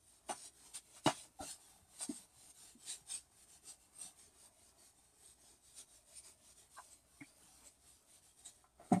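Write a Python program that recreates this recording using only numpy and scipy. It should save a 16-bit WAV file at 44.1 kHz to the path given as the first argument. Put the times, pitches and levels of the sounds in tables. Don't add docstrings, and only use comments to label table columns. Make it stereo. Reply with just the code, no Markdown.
import sys
import numpy as np
from scipy import signal
from scipy.fft import rfft, irfft, next_fast_len
from scipy.io import wavfile
from scipy.ndimage import uniform_filter1d, map_coordinates

SR = 44100
rng = np.random.default_rng(int(sys.argv[2]) if len(sys.argv) > 2 else 0)


def pcm_store(signal):
    levels = np.round(np.clip(np.atleast_2d(signal), -1, 1) * 32767)
    wavfile.write(sys.argv[1], SR, levels.astype(np.int16).T)


N = 396900

# (freq_hz, relative_level_db)
GLIDE_SPECTRUM = [(600, -20), (1200, -13), (2300, -7), (4000, -5), (7000, -2), (10000, -2.5), (12700, -7.5),
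                  (15500, -33)]
SCRAPE_SPECTRUM = [(500, -27), (800, -12), (1750, -14.5), (2400, -9.5), (3400, -1.5), (6000, 0),
                   (8500, 2.5), (11000, -13.5), (12700, -26.5), (14000, -47)]
PANEL_SPECTRUM = [(40, -28), (160, -6.5), (280, -3), (420, -4.5), (510, -7.5), (620, 0), (950, -6),
                  (1400, -11.5), (2200, -14), (5000, -27)]
# (time_s, level_db)
RUSTLE_LEVEL = [(0, -84), (.3, -74.5), (2.1, -75.5), (3.2, -78.5), (4.3, -75), (5.1, -78), (5.6, -78.5),
                (7.05, -78), (7.45, -72), (7.9, -78.5)]


def eraser(firm_db=-58, scrape_slope=0.67, panel_slope=0.45, panel_db=6.0):
    rub_db = rubbing()
    force_db = rub_db - firm_db
    pressed = 1 / (1 + amp(-2 * scrape_slope * force_db))

    glide_slips = patchy(slips(rate=22000), depth_db=2.5, size=(3, 16))
    scrape_slips = patchy(slips(rate=11000), depth_db=5.5, size=(3, 14))
    glide = amp(-3.0) * np.sqrt(1 - pressed) * coloured(glide_slips, GLIDE_SPECTRUM)
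    scrape = np.sqrt(pressed) * coloured(scrape_slips, SCRAPE_SPECTRUM)
    grip = amp(0.5 * wobble(45) + 0.55 * wobble(350))
    hiss = amp(rub_db) * grip * (glide + scrape)

    panel_slips = patchy(slips(rate=2500), depth_db=3.5, size=(2, 14))
    rustle_db = curve(RUSTLE_LEVEL) + panel_db + panel_slope * force_db + 1.6 * wobble(17)
    panel = amp(rustle_db) * coloured(panel_slips, PANEL_SPECTRUM)
    return walls(hiss + panel, t60=0.1, wet_db=-3.0)


# (start_s, glide_level_db, share_spent_speeding_up)
ARM_SWEEPS = [(0, -68, 0.56), (0.23, -57, 0.82), (0.503, -63.5, 0.5), (0.789, -66.5, 0.54),
              (1.012, -54, 0.42), (1.298, -70, 0.97), (1.562, -64.5, 0.22), (1.863, -58.5, 1),
              (2.063, -56, 0.21), (2.28, -61.5, 1), (2.52, -59, 0.46), (2.766, -60, 0.43),
              (3.049, -62, 0.15), (3.282, -64, 0.89), (3.455, -63.5, 0.54), (3.607, -61, 0.47),
              (3.773, -68.5, 0.47), (3.894, -63.5, 0.59), (4.137, -63.5, 0.49), (4.32, -63.5, 0.7),
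              (4.499, -67, 0.71), (4.738, -64, 0.62), (4.93, -71, 0.4), (5.122, -64, 0.76),
              (5.354, -65, 0.49), (5.602, -65.5, 0.29), (5.852, -64.5, 0.45), (6.038, -63.5, 0.51),
              (6.215, -60.5, 0.28), (6.362, -62.5, 1), (6.534, -63.5, 0.44), (6.684, -62.5, 0.24),
              (7.03, -67, 0.68), (7.37, -65.5, 0.49), (7.786, -65.5, 0.42), (8.041, -64, 0.68),
              (8.209, -67, 0.26), (8.356, -67, 0.11), (8.746, -64.5, 0.95)]
# (peak_s, peak_level_db, rise_s, fall_s)
HARD_PRESSES = [(.3, -46.5, 0.013, 0.03), (0.449, -56, 0.022, 0.036), (0.754, -46.5, 0.014, 0.028),
                (.665, -63, 0.013, 0.013), (.978, -59.5, 0.042, 0.026), (1.074, -42.5, 0.021, 0.022),
                (1.433, -52.5, 0.034, 0.063), (1.5, -48.5, 0.037, 0.047), (2.027, -44.5, 0.03, 0.027),
                (2.16, -60, 0.019, 0.044), (2.909, -44.5, 0.036, 0.043), (3.11, -46.5, 0.02, 0.037),
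                (3.143, -47, 0.023, 0.041), (3.692, -54, 0.03, .035), (4.037, -53.5, 0.046, 0.056),
                (4.193, -61.5, 0.0067, 0.022), (5.792, -53.5, 0.034, 0.035), (6.177, -59, 0.033, 0.032),
                (6.269, -62.5, 0.023, 0.04), (6.929, -64.5, 0.035, 0.025), (7.39, -68, 0.049, 0.18),
                (7.677, -60.5, 0.03, 0.015), (8.457, -56, .005, 0.049), (8.933, -50, 0.01, 0.015)]
SPEED_POWER = 1.07
TURN_DB = -74.5
LIFT_S, LIFT_HALF_S, LIFT_DB = 8.72, 0.1, -6.5


def rubbing():
    t = np.arange(N) / SR
    power = np.full(N, amp(TURN_DB) ** 2)
    ends = [row[0] for row in ARM_SWEEPS[1:]] + [N / SR]
    for (start, db, speeding), end in zip(ARM_SWEEPS, ends):
        fastest = start + np.clip(speeding, 0.05, 0.95) * (end - start)
        speed = np.sin(np.pi / 2 * np.interp(t, [start, fastest, end], [0, 1, 0]))
        power += (amp(db) * speed ** SPEED_POWER) ** 2
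    for s, db, rise, fall in HARD_PRESSES:
        near = abs(t - s) < 0.25
        power[near] += (amp(db) * bell(t[near] - s, rise, fall)) ** 2
    return 10 * np.log10(power) + LIFT_DB * bell(t - LIFT_S, LIFT_HALF_S, LIFT_HALF_S)


def slips(rate):
    return (rng.random((2, N)) < rate / SR) * rng.standard_normal((2, N))


def patchy(pair, depth_db, size):
    cells = signal.stft(pair, nperseg=512)[2]
    field = uniform_filter1d(rng.standard_normal(cells.shape), size[0], 1)
    field = uniform_filter1d(field, size[1], 2)
    return signal.istft(cells * amp(depth_db * unit(field)), nperseg=512)[1][:, :N]


# (start_s, level_db, lowest_hz, highest_hz, rattle_s, rise_s)
BOARD_KNOCKS = [(.289, -23.5, 290, 2140, .018, 0.0055), (.305, -23.5, 530, 1500, .008, 0.00055),
                (.75, -42.5, 1110, 7000, 0.029, 0.0046), (.957, -49, 920, 2580, 0.025, 0.02),
                (1.061, -15, 397, 5100, 0.015, 0.0004), (1.073, -13, 516, 1890, 0.014, 0.0011),
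                (1.091, -23.5, 600, 6000, .025, 0.0018), (1.396, -39, 214, 1100, 0.054, 0.018),
                (2.005, -38, 670, 2670, 0.055, 0.0027), (2.095, -40.5, 280, 815, 0.023, 0.0039),
                (2.75, -52, 166, 370, 0.048, 0.011), (6.782, -39, 650, 1700, 0.014, 0.00077),
                (7.207, -46, 500, 2200, 0.021, 0.0027)]
# (freq_hz, relative_level_db, free_t60_s)
BOARD_MODES = [(142.7, -13.5, 0.27), (223, -3.5, 0.11), (281, -2, 0.12), (333, -1.5, 0.061),
               (397.5, -7.5, 0.1), (554, -6, 0.055), (651, -0.5, 0.097), (709, -6.5, 0.11), (757, -7.5, .1),
               (840, -2.5, .1), (932, -6.5, 0.089), (998, -14.5, 0.15), (1166, -11, 0.125),
               (1290, -15.5, 0.11), (1364, -15.5, 0.13), (1459, -10, 0.096), (1523, -17.5, .08),
               (1705, -19, .11), (2434, -15.5, 0.16), (2815, -9, .09), (2884, -7.5, 0.089),
               (3810, -12, 0.093), (3916, -13, 0.12)]


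def board_knocks():
    return struck(BOARD_KNOCKS, BOARD_MODES, dense_db=4.0, chatter=0.25)


# (start_s, level_db, lowest_hz, highest_hz, rattle_s, rise_s)
LEDGE_LANDINGS = [(8.641, -49, 1130, 1554, .02, 0.00086), (8.794, -41.5, 555, 1100, 0.029, .006),
                  (8.919, -12, 330, 1050, 0.0162, 0.0033), (8.93, -32, 1470, 2380, .012, 0.00099),
                  (8.94, -22.5, 500, 2200, .016, 0.0011), (8.964, -23.5, 200, 900, .02, 0.0018)]
# (freq_hz, relative_level_db, free_t60_s)
LEDGE_MODES = [(175, 4, 0.2), (214, 3, 0.11), (244, 4.5, 0.091), (290, -1, 0.12), (394, -4, 0.12),
               (585, -5, 0.12), (709, -1, 0.13), (756, 1.5, 0.062), (876, -16, 0.092), (1024, -13.5, 0.1),
               (1327, -24, 0.17), (1520, -33, 0.17), (1862, -16.5, 0.064), (1930, -14, 0.07),
               (2170, -14, .08), (2320, -27, 0.12)]


def ledge_landings():
    return struck(LEDGE_LANDINGS, LEDGE_MODES, dense_db=-7.5, chatter=0.17)


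def struck(rows, resonances, dense_db, chatter, count=6):
    out, t = np.zeros((2, N)), np.arange(SR // 3) / SR
    for s, db, low_hz, high_hz, rattle, rise in rows:
        ring = ringing(resonances, dense_db)
        blow = ring.copy()
        for late, size in zip(rng.random(count), rng.standard_normal(count)):
            add(blow, late * rattle, chatter * size * (1 - late / 2) * ring)
        top_hz = np.clip(high_hz, low_hz + 50, SR / 3)
        band = signal.butter(2, [low_hz, top_hz], "band", fs=SR, output="sos")
        blow = signal.sosfilt(band, blow * (1 - np.exp(-t / rise)))
        early_level = blow[:, :SR // 50].std()
        add(out, s, amp(db - 16.5) * blow / early_level)
    return out


RING_SHARE = 0.92


def ringing(resonances, dense_db, dense_t60=0.15, dense_hz=1000, apart_hz=1100, vary_db=2.0, detune=0.0054):
    t = np.arange(SR // 3) / SR
    hz, db, t60 = np.transpose(resonances)[:, :, None]
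    size = amp(db + vary_db * rng.standard_normal(hz.shape))
    hz = hz * (1 + detune * rng.standard_normal(hz.shape))
    port_phase = hz / apart_hz * rng.standard_normal((2, *hz.shape))
    phase = 2 * np.pi * rng.random(hz.shape) + port_phase
    decay = amp(-60 * t / (t60 * RING_SHARE))
    modes = np.sum(size * decay * np.sin(2 * np.pi * hz * t + phase), axis=1)
    b, a = signal.butter(2, dense_hz, "high", fs=SR)
    dense = signal.lfilter(b, a, rng.standard_normal((2, len(t))))
    return modes + amp(dense_db - 60 * t / (dense_t60 * RING_SHARE)) * dense


# (peak_s, peak_level_db, rise_s, fall_s)
LEDGE_DRAGS = [(8.816, -58.5, 0.025, 0.046), (8.87, -68, 0.07, 0.087), (8.94, -45.5, 0.027, 0.034)]
# (freq_hz, relative_level_db)
DRAG_SPECTRUM = [(100, -5), (300, -2), (720, 4.5), (1000, -9), (1350, -1), (1650, -16), (1950, -8),
                 (2600, -20), (8000, -31)]


def drag():
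    t = np.arange(N) / SR
    power = sum((amp(db) * bell(t - s, rise, fall)) ** 2 for s, db, rise, fall in LEDGE_DRAGS)
    return np.sqrt(power) * coloured(slips(rate=1800), DRAG_SPECTRUM)


# (start_s, peak_level_db, pitch_hz, rise_s)
LOW_THUDS = [(1.06, -34, 142, 0.0098), (1.06, -24.5, 315, 0.0052), (1.405, -49, 73, 0.0069),
             (1.4, -45.5, 281, .011), (1.449, -56.5, 289, 0.008), (1.82, -61, 85, .01),
             (2.091, -33, 271.3, 0.0061), (2.108, -38, 282, 0.0039), (2.36, -68, 120, 0.017),
             (2.75, -54, 254, 0.0068), (3.011, -66, 149, 0.0073), (7.206, -56.5, 140, 0.0089),
             (7.21, -47.5, 284, 0.0096), (8.915, -22.5, 236.4, 0.0076), (8.922, -26, 178.4, 0.014),
             (8.924, -40.5, 111, 0.021), (8.962, -31.5, 196, 0.0104)]


def thuds():
    out, t = np.zeros(N), np.arange(SR // 4) / SR
    for s, db, hz, rise in LOW_THUDS:
        swell = (t / rise * np.exp(1 - t / rise)) ** 2
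        add(out, s, amp(db) * swell * np.sin(2 * np.pi * hz * t))
    return walls(np.tile(out, (2, 1)), t60=0.18, wet_db=-13.0)


# (middle_s, level_db, pitch_hz, half_length_s)
FELT_SQUEAKS = [(1.402, -46, 787, 0.0074), (1.427, -50, 623, 0.01), (1.423, -59.5, 1380, 0.02),
                (5.805, -68, 3550, .02), (6.177, -63, 5230, .016), (6.179, -60.5, 9050, 0.021),
                (6.775, -52.5, 1120, 0.0083), (6.786, -45.5, 1060, 0.0038), (6.787, -60.5, 1545, 0.013),
                (6.801, -51, 1050, 0.0037), (6.932, -66.5, 8030, .025), (7.214, -51.5, 2170, 0.0068),
                (7.225, -58, 1920, 0.0087), (7.237, -64, 2290, 0.018), (8.464, -55, 7870, 0.011)]


def squeaks(waver=0.045, flutter_db=3.5):
    out, t = np.zeros(N), np.arange(N) / SR
    drifting_s = np.cumsum(1 + waver * wobble(700)) / SR
    flutter = amp(flutter_db * wobble(400))
    for s, db, hz, half in FELT_SQUEAKS:
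        near = abs(t - s) < 0.15
        phase = 2 * np.pi * hz * (drifting_s[near] - drifting_s[round(s * SR)])
        swell = bell(t[near] - s, half, half)
        tone = unit(swell * flutter[near] * np.sin(phase))
        out[near] += amp(db) * np.sqrt(np.mean(swell ** 2)) * tone
    return walls(np.tile(out, (2, 1)), t60=0.061, wet_db=-2)


# (freq_hz, relative_level_db)
QUIET_SPECTRUM = [(20, -12.5), (45, -9.5), (62, 1.5), (130, -15.5), (350, -13.5), (500, -14), (700, -13.5),
                  (2000, -28.5), (9000, -30), (13000, -35.5), (15500, -49)]
RUMBLE_SPECTRUM = [(25, -11.5), (60, 1), (130, -3.5), (300, -26.5), (1000, -89)]


def still_room():
    quiet = amp(-76.0) * coloured(rng.standard_normal((2, N)), QUIET_SPECTRUM)
    rumble = coloured(rng.standard_normal((2, N)), RUMBLE_SPECTRUM)
    return quiet + amp(-82.5 + 1.3 * wobble(6.3)) * rumble


# (pitch_hz, rms_level_db)
HUM_TONES = [(59.2, -89), (119.5, -90)]


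def hum():
    t = np.arange(N) / SR
    tones = sum(amp(db) * np.sin(2 * np.pi * (hz * t + rng.random())) for hz, db in HUM_TONES)
    return np.sqrt(2) * tones


def walls(x, t60, wet_db):
    t = np.arange(SR // 3) / SR
    tails = rng.standard_normal((2, 2, len(t))) * amp(-60 * t / t60)
    tails = tails / np.linalg.norm(tails[0, 0])
    one, other = signal.fftconvolve(x[None], tails, axes=2)[..., :N]
    place = np.pi / 2 * wobble(2)
    return x + amp(wet_db) * (np.cos(place) * one + np.sin(place) * other)


# (freq_hz, likeness_0_to_1)
PORT_LIKENESS = [(50, 0.082), (150, 0.51), (380, 0.38), (650, 0.18), (1200, 0.075), (3000, 0.088),
                 (15000, 0.077)]


def spread(pair):
    turn = lambda hz: np.arccos(np.clip(along(PORT_LIKENESS, hz), -1, 1)) / 2
    mid, side = filtered(pair, lambda hz: np.array([np.cos(turn(hz)), np.sin(turn(hz))]))
    return np.array([mid + side, mid - side])


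def coloured(pair, spectrum):
    return unit(spread(filtered(pair, lambda hz: amp(along(spectrum, hz)))))


def filtered(x, response):
    n = x.shape[-1]
    m = next_fast_len(n + 8192)
    return irfft(rfft(x, m) * response(np.fft.rfftfreq(m, 1 / SR)), m)[..., :n]


def amp(db):
    return 10 ** (np.asarray(db) / 20)


def unit(x):
    return x / np.sqrt(np.mean(x ** 2) + 1e-20)


def along(points, hz):
    f, v = np.transpose(points)
    return np.interp(np.log(hz + 1), np.log(f), v)


def curve(rows):
    return np.interp(np.arange(N) / SR, *np.transpose(rows))


def wobble(rate):
    knots = rng.standard_normal(int(N * rate / SR) + 4)
    return map_coordinates(knots, [np.arange(N) * rate / SR])


def bell(t, rise, fall):
    return np.exp(-(t / np.where(t < 0, rise, fall)) ** 2)


def add(track, s, sound):
    part = track[..., max(round(s * SR), 0):][..., :sound.shape[-1]]
    part += sound[..., :part.shape[-1]]


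def scene():
    board = eraser() + board_knocks() + squeaks()
    ledge = ledge_landings() + drag()
    return board + ledge + thuds() + still_room() + hum()


# (centre_hz, width_hz, boost_db)
PORT_RINGS = [(8440, 350, 10.5), (9073, 374, 12)]
HOLLOW_HZ, HOLLOW_WIDTH_HZ, HOLLOW_DEPTH = 511, 115, 0.65
TOP_HZ = 15400


def record(dry):
    centre, width, db = np.transpose(PORT_RINGS)[:, :, None]
    peak = lambda hz, at, wide: 1j * hz * wide / (at ** 2 - hz ** 2 + 1j * hz * wide)
    ports = lambda hz: 1 + (amp(db) - 1) * peak(hz, centre, width)
    hollow = lambda hz: 1 - HOLLOW_DEPTH * peak(hz, HOLLOW_HZ, HOLLOW_WIDTH_HZ)
    return filtered(dry, lambda hz: ports(hz) * hollow(hz) * (hz < TOP_HZ))


dry = scene()
out = record(dry)
pcm_store(out)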